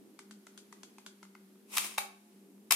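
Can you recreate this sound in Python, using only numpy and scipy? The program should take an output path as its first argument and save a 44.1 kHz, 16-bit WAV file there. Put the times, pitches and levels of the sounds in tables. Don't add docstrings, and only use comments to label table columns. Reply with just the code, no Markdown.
import sys
import numpy as np
from scipy import signal
from scipy.fft import rfft, irfft
from scipy.io import wavfile
from scipy.ndimage import uniform_filter1d

SR = 44100
rng = np.random.default_rng(int(sys.argv[2]) if len(sys.argv) > 2 else 0)


def rack_gain(trim_db):
    fader = np.asarray(trim_db, float)
    return 10 ** (fader / 20)


def log_audio(samples):
    frames = np.atleast_2d(samples).T
    limited = np.clip(frames, -1, 1)
    pcm = np.round(limited * 32767).astype(np.int16)
    wavfile.write(sys.argv[1], SR, pcm)


N = 121275
SPAN = 2 ** 13
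WIDTH = 0.48

# t/s, crack peak before filtering/dB, ring against crack/dB,
# place (0 front stop, 1 rear stop)
TICKS = [(0.1907, -40, -0.5, 0.19), (.3098, -42.5, -1, 0.9), (0.4684, -43, -1.3, 0.05),
         (0.5763, -38.5, -6.5, 0.86), (0.7261, -42, -1.5, 0.056), (0.8323, -40.5, -3, 0.85),
         (0.9833, -44.5, -0.5, 0.042), (1.0631, -37, -1.5, 0.97), (1.229, -42.5, -1, 0.061),
         (1.251, -56.5, 2, 0.22), (1.3512, -58, 11, 0.19), (1.556, -71, 8, 0.2), (2.579, -77, 13, 0.27)]
# t/s, crack peak before filtering/dB, ring against crack/dB,
# place (0 catch, 1 barrel), chatter length/s
CLACKS = [(1.769, -20, -13, 0.44, 0.00062), (1.772, -17, -3.5, 0.05, 0.001), (1.7815, -17, -6, 0.13, 0.001),
          (1.9776, -34.5, 4.5, 0.76, 0.0015), (1.981, -19.5, 0, 1, 0.00047), (1.9832, -24, 1.5, 1, 0.00047),
          (1.9866, -29, 2, 0.46, 0.0016), (2.709, -13.5, -2.5, 0.51, 0.001),
          (2.7165, -27, 2.5, 0.9, 0.0018), (2.7214, -11, -8.5, 0.47, 0.0016)]
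# f/Hz, level struck at the catch/dB, level struck at the barrel/dB,
# time to fade by 60 dB/s
SHELL_MODES = [(550, -34, -10, 0.016), (737, -23, -4.5, 0.016), (858, -14, -1.5, 0.016),
               (1092, -21, -1, 0.02), (1208, 0, -4, .011), (1547, -8, -11, 0.017),
               (2055, -8.5, -9.5, 0.019), (2200, -6.5, -5.5, 0.012), (2383, -7, -6.5, 0.028),
               (2638, -2.5, -3, 0.021), (3110, -6.5, -3, 0.0063), (3800, -2.5, -2, 0.011),
               (5220, 4, -3, 0.0076)]


def level(x, db):
    return x * rack_gain(db) / np.sqrt(np.mean(x ** 2))


def colour(x, table):
    hz, db = np.array(table, float).T
    f = np.maximum(np.fft.rfftfreq(x.shape[-1], 1 / SR), 1)
    curve = np.interp(np.log(f), np.log(hz), db, left=db[0] - 20, right=db[-1] - 20)
    return irfft(rfft(x) * rack_gain(curve), x.shape[-1])


def pair(size, side):
    mid, other = rng.standard_normal((2, size))
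    return mid + side * other * np.array([[1], [-1]])


def pan(db):
    return rack_gain(np.array([[db / 2], [-db / 2]]))


def walk(rate):
    k = int(SR / rate)
    steps = np.repeat(rng.standard_normal(N // k + 1), k)
    return 0.987 * uniform_filter1d(uniform_filter1d(steps, k), k)[:N]


def fade(t, t60):
    return np.exp(-np.log(1000) * t / t60)


def hiss():
    hiss_colour = [(300, -8), (1500, -8), (5000, -8), (9000, -3), (12000, 0), (14000, -1), (15300, -8),
                   (16000, -26)]
    return level(colour(rng.standard_normal((2, N)), hiss_colour), -73.5)


def rumble():
    rumble_colour = [(20, -60), (60, -40), (100, -24.5), (160, -12.5), (220, 0.5), (300, 1.5), (400, -2.5),
                     (520, -13), (800, -19.5), (2000, -46)]
    noise = colour(pair(N, rack_gain(-10)), rumble_colour)
    return level(noise, -63.5) * rack_gain(5 * walk(6.3))


def rustle():
    rustle_levels = [(0, -71.5), (.9, -67.5), (1.5, -71), (2.2, -71.5), (2.75, -73.5)]
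    rustle_colour = [(500, -0.5), (1000, 0.5), (3000, -3.5), (8000, -7), (12000, -4.5)]
    db = np.interp(np.arange(N) / SR, *np.array(rustle_levels).T) + walk(12)
    return level(colour(pair(N, 1.0), rustle_colour), 0) * rack_gain(db)


def hum():
    hum_lines = [(201, 14, -62), (387, 16, -69)]
    out = 0
    for hz, width, db in hum_lines:
        turns = np.cumsum(hz + width / 2 * walk(29.97)) / SR
        tone = np.sin(2 * np.pi * turns) * rack_gain(3.8 * walk(21.96))
        out = out + level(tone, db) * pan(1.0)
    return out


def room(x):
    room_t60 = [(400, 0.51), (1000, 0.37), (3000, 0.39), (8000, 0.31), (14000, 0.12)]
    build_up_s = 0.0039
    hz, t60 = np.array(room_t60).T
    t, tail = np.arange(SR // 2) / SR, 0
    noise = rng.standard_normal((2, len(t)))
    for f in 200 * 2. ** np.arange(0, 6.6, .5):
        band = colour(noise, [(f / 2 ** .5, -20), (f, 0), (f * 2 ** .5, -20)])
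        tail = tail + band * fade(t, np.interp(np.log(f), np.log(hz), t60))
    tail = tail * np.clip(t / build_up_s, 0, 1) ** 2
    tail = tail / np.sqrt(np.sum(tail ** 2) / 2)
    return signal.fftconvolve(x.mean(axis=0)[None], tail)[:, :N]


def spring():
    spring_tones = [(704, -66, 1.3), (844, -65, 1.4)]
    start_s = 1.981
    t = np.maximum(np.arange(N) / SR - start_s, 0)
    out = 0
    for hz, db, t60 in spring_tones:
        out = out + rack_gain(db + 3 * walk(25.4)) * np.sin(2 * np.pi * hz * t) * fade(t, t60)
    return out


def thumps():
    push_s = 0.0098
    top_db, below_blow_db = -25, -36
    t, out = np.arange(SPAN) / SR, np.zeros(N + SPAN)
    push = np.sin(t / push_s * np.pi) * np.exp(-t / push_s)
    for s, db, *_ in CLACKS + TICKS:
        at = int(s * SR)
        out[at:at + SPAN] += rack_gain(min(db, top_db) + below_blow_db) * push
    return out[:N]


def ring(modes, t, place):
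    level_scatter_db, pitch_scatter = 2.5, 0.013
    hz, near_db, far_db, t60 = np.array(modes, float).T[:, :, None]
    detune, louder, side, phase = rng.standard_normal((4, len(modes), 1))
    db = near_db + np.clip(place, 0, 1) * (far_db - near_db) + level_scatter_db * louder
    hz = hz * (1 + pitch_scatter * detune)
    gain = rack_gain(db) * fade(t, t60)
    lean = WIDTH * side * np.minimum(hz / 1500, 1)
    angle = 2 * np.pi * hz * t + phase
    return np.array([np.sum(gain * np.sin(angle + s * lean), axis=0) for s in (1, -1)])


def crack(t, length, table):
    burst = pair(SPAN, WIDTH) * np.sqrt(t / length) * np.exp(-t / length)
    tone = rfft(np.roll(burst, SPAN // 2, axis=1))
    even = irfft(tone / np.sqrt(uniform_filter1d(np.abs(tone) ** 2, size=60)))
    shape = np.clip(t / length, 0, 1) * np.exp(-t / (2.7 * length))
    return colour(even, table)[:, SPAN // 2:] * shape[:SPAN // 2]


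def peak(x):
    return x / np.abs(x.mean(axis=0)).max()


def blows(rows, modes, table, rattle_db, rattle_t60, bounces=()):
    out, t = np.zeros((2, N + 2 * SPAN)), np.arange(SPAN) / SR
    for s, db, ring_db, place, length, pan_db in rows:
        gain = rack_gain(db) * pan(pan_db)
        rattle = level(colour(pair(SPAN, 1.5), table), np.interp(place, (0, 1), rattle_db))
        at = int(s * SR)
        out[:, at:at + SPAN] += gain * rattle * fade(t, rattle_t60)
        for late, bounce_db in [(0, 0), *bounces]:
            shift, louder = rng.standard_normal(2) * (late > 0)
            at = int((s + late * (1 + 0.15 * shift)) * SR)
            body = (ring(modes, t, place) * (1 - np.exp(-t / length)))[:, :SPAN // 2]
            hit = peak(crack(t, length, table)) + rack_gain(ring_db) * peak(body)
            out[:, at:at + SPAN // 2] += gain * rack_gain(bounce_db + 2 * louder) * hit
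    return signal.sosfilt(signal.butter(4, 576, "high", fs=SR, output="sos"), out[:, :N])


def ticks():
    # f/Hz, level at the front stop/dB, level at the rear stop/dB, time to fade by 60 dB/s
    tick_modes = [(940, -2.5, -22, 0.009), (1230, -0.5, 0.5, 0.0077), (1510, -8.5, 3, 0.0079),
                  (2056, -8.5, -14, 0.018), (2470, -8, -15, 0.0083), (3250, -29, 0, 0.0077),
                  (4580, -18.5, 3, 0.0046)]
    tick_crack = [(500, 1), (1500, -14), (3000, 0), (5000, -0.5), (7500, 1.5), (10000, -4.5),
                  (12300, -11.5), (16000, -54)]
    tick_bounces = [(0.0011, -4), (0.0023, -7.5), (0.0046, -9), (0.011, -18.5)]
    contact_s, pan_db = 0.00033, 2.6
    rows = [(*row, contact_s, pan_db) for row in TICKS]
    return blows(rows, tick_modes, tick_crack, (-16, -12.5), 0.15, tick_bounces)


def slide():
    slide_levels = [(1.669, -80), (1.689, -64), (1.715, -51.5), (1.765, -38), (1.8, -44), (1.848, -39),
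                    (1.899, -49), (1.969, -57.5), (2.0, -75), (2.704, -81.5), (2.708, -25.5),
                    (2.729, -32.5), (2.75, -42)]
    slide_colour = [(480, -36), (830, -0.5), (1200, -2), (1650, -9.5), (2300, 1.5), (2700, 0.5), (3400, -4),
                    (4300, -6), (9300, 0.5), (12500, -9), (15200, -13), (16200, -22)]
    grains_per_s, grain_scatter_db = 22000, 2
    slips_per_s, slip_scatter_db, slip_db = 900, 3, -8
    chance, sign, size = rng.random((3, N))
    sign, size = np.sign(sign - .5), -np.log(size + 1e-9)
    grains = (chance < grains_per_s / SR) * sign * rack_gain(grain_scatter_db * size)
    rub = level(colour(level(grains, 0) + pair(N, 1.18) * 1.56, slide_colour), 0)
    slips = (chance < slips_per_s / SR) * sign * rack_gain(slip_scatter_db * size)
    shell = ring(SHELL_MODES, np.arange(SPAN) / SR, 0.49)
    rub = rub + level(signal.fftconvolve(shell, slips[None])[:, :N], slip_db)
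    db = np.interp(np.arange(N) / SR, *np.array(slide_levels).T, left=-140)
    rough_db = 2.5 * (walk(60.36) + walk(330)) / 2
    return rub * rack_gain(db + rough_db)


def clacks():
    clack_crack = [(290, -43), (500, -14), (1650, -3.5), (2410, -1), (4370, 1.5), (5210, -1.5), (9590, 2),
                   (15100, -6.5), (16200, -39)]
    rows = [(*row, 0) for row in CLACKS]
    return blows(rows, SHELL_MODES, clack_crack, (-20, -19), 0.23)


def ports(x):
    port_tilt = [(100, 6), (500, -5), (2000, 0), (4000, 2), (8000, 2), (12000, 13), (20000, 10)]
    return np.array([colour(side, [(hz, s * db / 2) for hz, db in port_tilt]) for side, s in zip(x, (1, -1))])


def scene():
    background = hiss() + rumble() + rustle() + hum()
    tick, rub, clack = ticks(), slide(), clacks()
    echoes = room(rack_gain(-8) * tick + rack_gain(-6) * clack + rack_gain(-9) * rub)
    return background + echoes + spring() + thumps() + tick + ports(clack + rub)


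def top_cut(x):
    return signal.sosfilt(signal.butter(12, 16540, fs=SR, output="sos"), x)


def record(dry):
    return top_cut(dry)


dry = scene()
out = record(dry)
log_audio(out)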